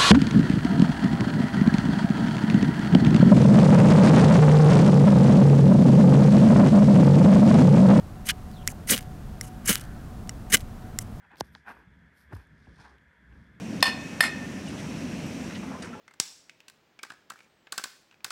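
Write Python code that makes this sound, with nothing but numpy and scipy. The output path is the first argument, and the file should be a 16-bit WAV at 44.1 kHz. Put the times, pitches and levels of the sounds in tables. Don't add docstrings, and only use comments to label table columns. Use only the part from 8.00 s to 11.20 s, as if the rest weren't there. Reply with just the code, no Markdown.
import sys
import numpy as np
from scipy import signal
from scipy.fft import rfft, irfft
from scipy.io import wavfile
from scipy.ndimage import uniform_filter1d

SR = 44100
rng = np.random.default_rng(int(sys.argv[2]) if len(sys.argv) > 2 else 0)


def digitize_waveform(pressure):
    field = np.atleast_2d(pressure).T
    bounded = np.clip(field, -1, 1)
    quanta = np.round(bounded * 32767).astype(np.int16)
    wavfile.write(sys.argv[1], SR, quanta)


def invert_db(level):
    return 10 ** (np.asarray(level, dtype=float) / 20)


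N = 141120

# pitch_hz, level_db, t60_s (time to fade by 60 dB), rod (1 = rod, 0 = striker)
RING_MODES = [(1600, -16, .01, 0), (2060, -5, .014, 1), (2350, -14, .012, 0), (2950, -7, .015, 0),
              (3700, -19, .01, 0), (4600, -18, .009, 0), (5250, -14, .013, 0), (5640, -4, .017, 1),
              (6800, -5, .008, 0), (7550, 1, .008, 0), (8750, -10, .01, 0), (10390, -11, .018, 1),
              (11750, -12, .009, 0), (13700, -13, .007, 0)]
# frequency_hz, level_db (per Hz)
GRIT_COLOUR = [(590, -42), (1000, -57.5), (1610, -9.5), (2940, -15), (4520, -7), (5130, -3), (8550, 3.5),
               (12100, -0.5), (16000, -9)]
LOW_HZ = 3400


def secs(n):
    return np.arange(n) / SR


def unit(x):
    return x / np.sqrt(np.mean(x ** 2))


def colour(x, table, lo=20, hi=22000):
    freq = np.maximum(np.arange(len(x) // 2 + 1) * SR / len(x), 1)
    points = np.array(table)
    gain_db = np.interp(np.log(freq), np.log(points[:, 0]), points[:, 1])
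    return irfft(rfft(x) * invert_db(gain_db) * (freq >= lo) * (freq < hi), len(x))


def walk(rate):
    hold = int(SR / rate)
    values = np.repeat(rng.standard_normal(N // hold + 1), hold)
    smooth = uniform_filter1d(uniform_filter1d(values, hold), hold)
    return unit(smooth[:N])


def add(out, start_s, x):
    i = int(start_s * SR)
    out[i:i + len(x)] += x[:N - i]


def thin(x):
    return signal.sosfilt(signal.butter(4, 1250, "high", fs=SR, output="sos"), x)


def ring(damp=1):
    hz, db, t60, _ = np.array(RING_MODES).T[:, :, None]
    t = secs(2048)
    return invert_db(db) * np.sin(2 * np.pi * hz * t) * np.exp(-np.log(1000) * t / (damp * t60))


def scrape():
    # time_s, level_db, dig_db (how much deep bites favour the low part)
    strokes = [
        [(.247, -75, 6), (.257, -47.5, 1), (.269, -34.5, -6.5), (.285, -42, 5), (.293, -31, 8.5),
         (.298, -32, 14.5), (.305, -28, 6.5), (.313, -35, 6), (.318, -62, 28)],
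        [(.866, -74, -24), (.873, -41.5, -3), (.886, -32.5, -9), (.9, -24, 6), (.905, -14.5, -16),
         (.915, -19.5, -4), (.936, -29, 7.5), (.946, -34.5, 0.5), (.965, -47, 0.5), (.991, -36.5, -0.5),
         (.996, -99, 40), (1.01, -50, -10), (1.04, -72, 13)],
        [(1.643, -70, 11), (1.66, -27, -17), (1.671, -42.5, 3), (1.676, -24, -7), (1.691, -18.5, -0.5),
         (1.702, -22, -1), (1.715, -25.5, 0), (1.725, -31, -0.5), (1.753, -34.5, -4.5), (1.762, -48.5, 5),
         (1.786, -47, -3), (1.791, -73, 22), (1.812, -44.5, -6), (1.822, -63, 6), (1.855, -59.5, 5)],
        [(2.495, -86, -10), (2.501, -35.5, -4), (2.516, -44, -3), (2.522, -27, 2.5), (2.542, -13.5, -4),
         (2.554, -26.5, 4.5), (2.561, -57, 4), (2.575, -38.5, 1.5), (2.584, -57, 0), (2.62, -56.5, 3)],
    ]
    # start_s, length_s, level_db (of the high part)
    slides = [(0.663, 0.061, -46.5), (1.418, 0.042, -50), (1.451, 0.041, -49.5), (2.258, 0.014, -77),
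              (2.995, 0.036, -50.5)]
    bites_per_s, bite_spread_db, flutter_db = 16000, 2.2, 1.8
    travel_db, slide_dig_db = 4, -9
    low_ring_db, high_ring_db = 2, -3
    pressed_t60_share = 0.7
    rod_scraped_db = -10

    t, hz = secs(N), np.array(RING_MODES)[:, 0]
    high, low = np.zeros(N), np.zeros(N)
    for rows in strokes:
        s, db, dig_db = np.array(rows).T
        high += invert_db(np.interp(t, s, db, -150, -150))
        low += invert_db(np.interp(t, s, db + dig_db, -150, -150))
    for s, length, db in slides:
        fade_in, fade_out = (t - s) / 0.018, (s + length - t) / 0.0041
        slide = invert_db(db) * np.clip(np.minimum(fade_in, fade_out), 0, 1)
        high += slide
        low += invert_db(slide_dig_db) * slide

    happens = rng.random(N) < bites_per_s / SR
    strength = invert_db(bite_spread_db * rng.exponential(size=N))
    sign = np.sign(rng.standard_normal(N))
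    bites = unit(happens * sign * strength * invert_db(flutter_db * walk(350)))

    modes = ring(pressed_t60_share) * invert_db(rod_scraped_db * np.array(RING_MODES)[:, 3:])
    parts = ((low, "low", hz < LOW_HZ, low_ring_db), (high, "high", hz > LOW_HZ, high_ring_db))
    out = 0
    for contact, kind, pick, ring_db in parts:
        drive = bites * contact
        rings = 0
        for mode in modes[pick]:
            rings = rings + signal.oaconvolve(drive * invert_db(travel_db * walk(60)), mode)[:N]
        split = signal.butter(4, LOW_HZ, kind, fs=SR, output="sos")
        grit = signal.sosfilt(split, colour(drive, GRIT_COLOUR))
        mix = invert_db(ring_db) * unit(rings) + unit(grit)
        out = out + np.std(drive) * unit(mix)
    return out


def taps():
    # start_s, level_db (peak of the rings), rod_db, low_striker_db, high_db (weights of the rings)
    tap_events = [(0.2889, -8.5, 3.5, -11, 12), (0.6758, -2.5, -2.5, -18, -1), (1.4112, -12.5, 7, -8, 2.5),
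                  (2.2937, -14.5, -2.5, -2.5, -27), (2.988, -6, -6, -19, 0)]
    high_from_hz, scatter_db = 9500, 2
    crack_db, crack_fade_s = -13, 0.0004

    out, (hz, _, _, rod) = np.zeros(N), np.array(RING_MODES).T
    for s, db, rod_db, low_db, high_db in tap_events:
        place_db = rod_db * (rod > .5) + low_db * (hz < LOW_HZ) * (rod < .5) + high_db * (hz > high_from_hz)
        body = invert_db(place_db + scatter_db * rng.standard_normal(len(hz))) @ ring()
        crack = colour(rng.standard_normal(2048), GRIT_COLOUR) * np.exp(-secs(2048) / crack_fade_s)
        tap = body / abs(body).max() + invert_db(crack_db) * crack / abs(crack).max()
        add(out, s, invert_db(db) * tap)
    return out


def sparks():
    # peak_s, level_db, rise_s, fall_s
    puffs = [(.92, -22, 0.012, 0.022), (1.698, -20, 0.0044, 0.013), (2.545, -18, 0.008, 0.0084)]
    # frequency_hz, level_db
    puff_colour = [(40, -8), (100, -6.5), (210, 5.5), (350, -7), (520, -3), (800, -19.5), (1100, -15.5)]
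    # start_s, level_db (of the pulse before the bass is thinned)
    pops = [(.515, -33), (0.9628, -12), (0.9686, -12), (0.9784, -10), (.9885, -32), (1.0085, -23.5),
            (1.0275, -29), (1.7289, -5), (1.7558, -1.5), (1.7765, -30), (1.7971, -23), (1.815, -26),
            (1.839, -29.5), (2.2746, -32.5), (2.57, -10.5), (2.606, -24), (2.61, -26)]
    pop_s, fizz_db, fizz_fade_s = 0.00006, -19, 0.0012

    out, t, k = np.zeros(N), secs(N), secs(512)
    air = unit(colour(rng.standard_normal(N), puff_colour))
    for s, db, rise, fall in puffs:
        swell = np.exp(-.5 * ((t - s) / np.where(t < s, rise, fall)) ** 2)
        out += invert_db(db) * air * swell
    pulse = (1 - k / pop_s) * np.exp(-k / pop_s)
    for s, db in pops:
        fizz = invert_db(fizz_db) * rng.standard_normal(512) * np.exp(-k / fizz_fade_s)
        add(out, s, -invert_db(db) * thin(pulse + fizz))
    return out


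def knocks():
    # start_s, level_db (roughly the peak), pitch_hz
    grip_knocks = [(.6856, -24.5, 2340), (.7245, -34.5, 770)]
    out, k = np.zeros(N), secs(1024)
    for s, db, hz in grip_knocks:
        swell_and_fade = k * hz / 1.2 * np.exp(1 - k * hz / 1.07)
        add(out, s, invert_db(db) * np.sin(2 * np.pi * hz * k) * swell_and_fade)
    return out


def bird():
    # time_s, pitch_hz, level_db (before the blur)
    call = [(.525, 4250, -66), (.54, 4300, -58), (.565, 3750, -57), (.59, 3250, -56), (.628, 3000, -56),
            (.638, 2950, -75)]
    s, hz, db = np.array(call).T
    pitch = np.interp(secs(N), s, hz)
    tone = np.sin(2 * np.pi * np.cumsum(pitch) / SR)
    blur = walk(900)
    return invert_db(np.interp(secs(N), s, db, -150, -150)) * blur * tone


def noise_band(hz, width_hz):
    far, near = 2 * width_hz, width_hz / 2
    shape = [(hz - far, -40), (hz - near, -3), (hz, 0), (hz + near, -3), (hz + far, -40)]
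    return unit(colour(rng.standard_normal(N), shape))


def town():
    # frequency_hz, level_db (before the overall level)
    traffic_colour = [(12, -32), (20, -1.5), (81, -3), (113, -3.5), (154, -6), (228, -7), (262, -13.5),
                      (367, -20), (513, -24), (718, -22), (825, -25.5), (1400, -28), (2260, -38),
                      (14700, -51), (16000, -77)]
    traffic_db, hum_db, hiss_db = -38.5, -58, -54.5
    hiss_peak_s, hiss_spread_s = 1.83, 0.14

    noise, traffic = rng.standard_normal(N), 0
    for low_edge in 20 * 2. ** np.arange(11):
        waver_db = (0.4 * walk(2.256) + 0.39 * walk(6.9)) * (low_edge < 2000)
        traffic = traffic + colour(noise, traffic_colour, low_edge, 2 * low_edge) * invert_db(waver_db)
    hum = invert_db(hum_db + walk(2.94)) * noise_band(741, 8)
    swell = np.exp(-.5 * ((secs(N) - hiss_peak_s) / hiss_spread_s) ** 2)
    hiss = invert_db(hiss_db) * noise_band(1550, 420) * swell
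    return invert_db(traffic_db) * unit(traffic) + hum + hiss


def scene():
    metal = thin(scrape() + taps())
    mix = metal + sparks() + knocks() + bird() + town()
    return mix[None]


def low_pass(x):
    return signal.sosfilt(signal.butter(12, 17070, fs=SR, output="sos"), x)


def record(dry):
    rounded = np.tanh(dry)
    top_cut = signal.ellip(8, .2, 28, 15800, fs=SR, output="sos")
    mix = signal.sosfilt(top_cut, rounded)
    return low_pass(mix)


dry = scene()
out = record(dry)
digitize_waveform(out)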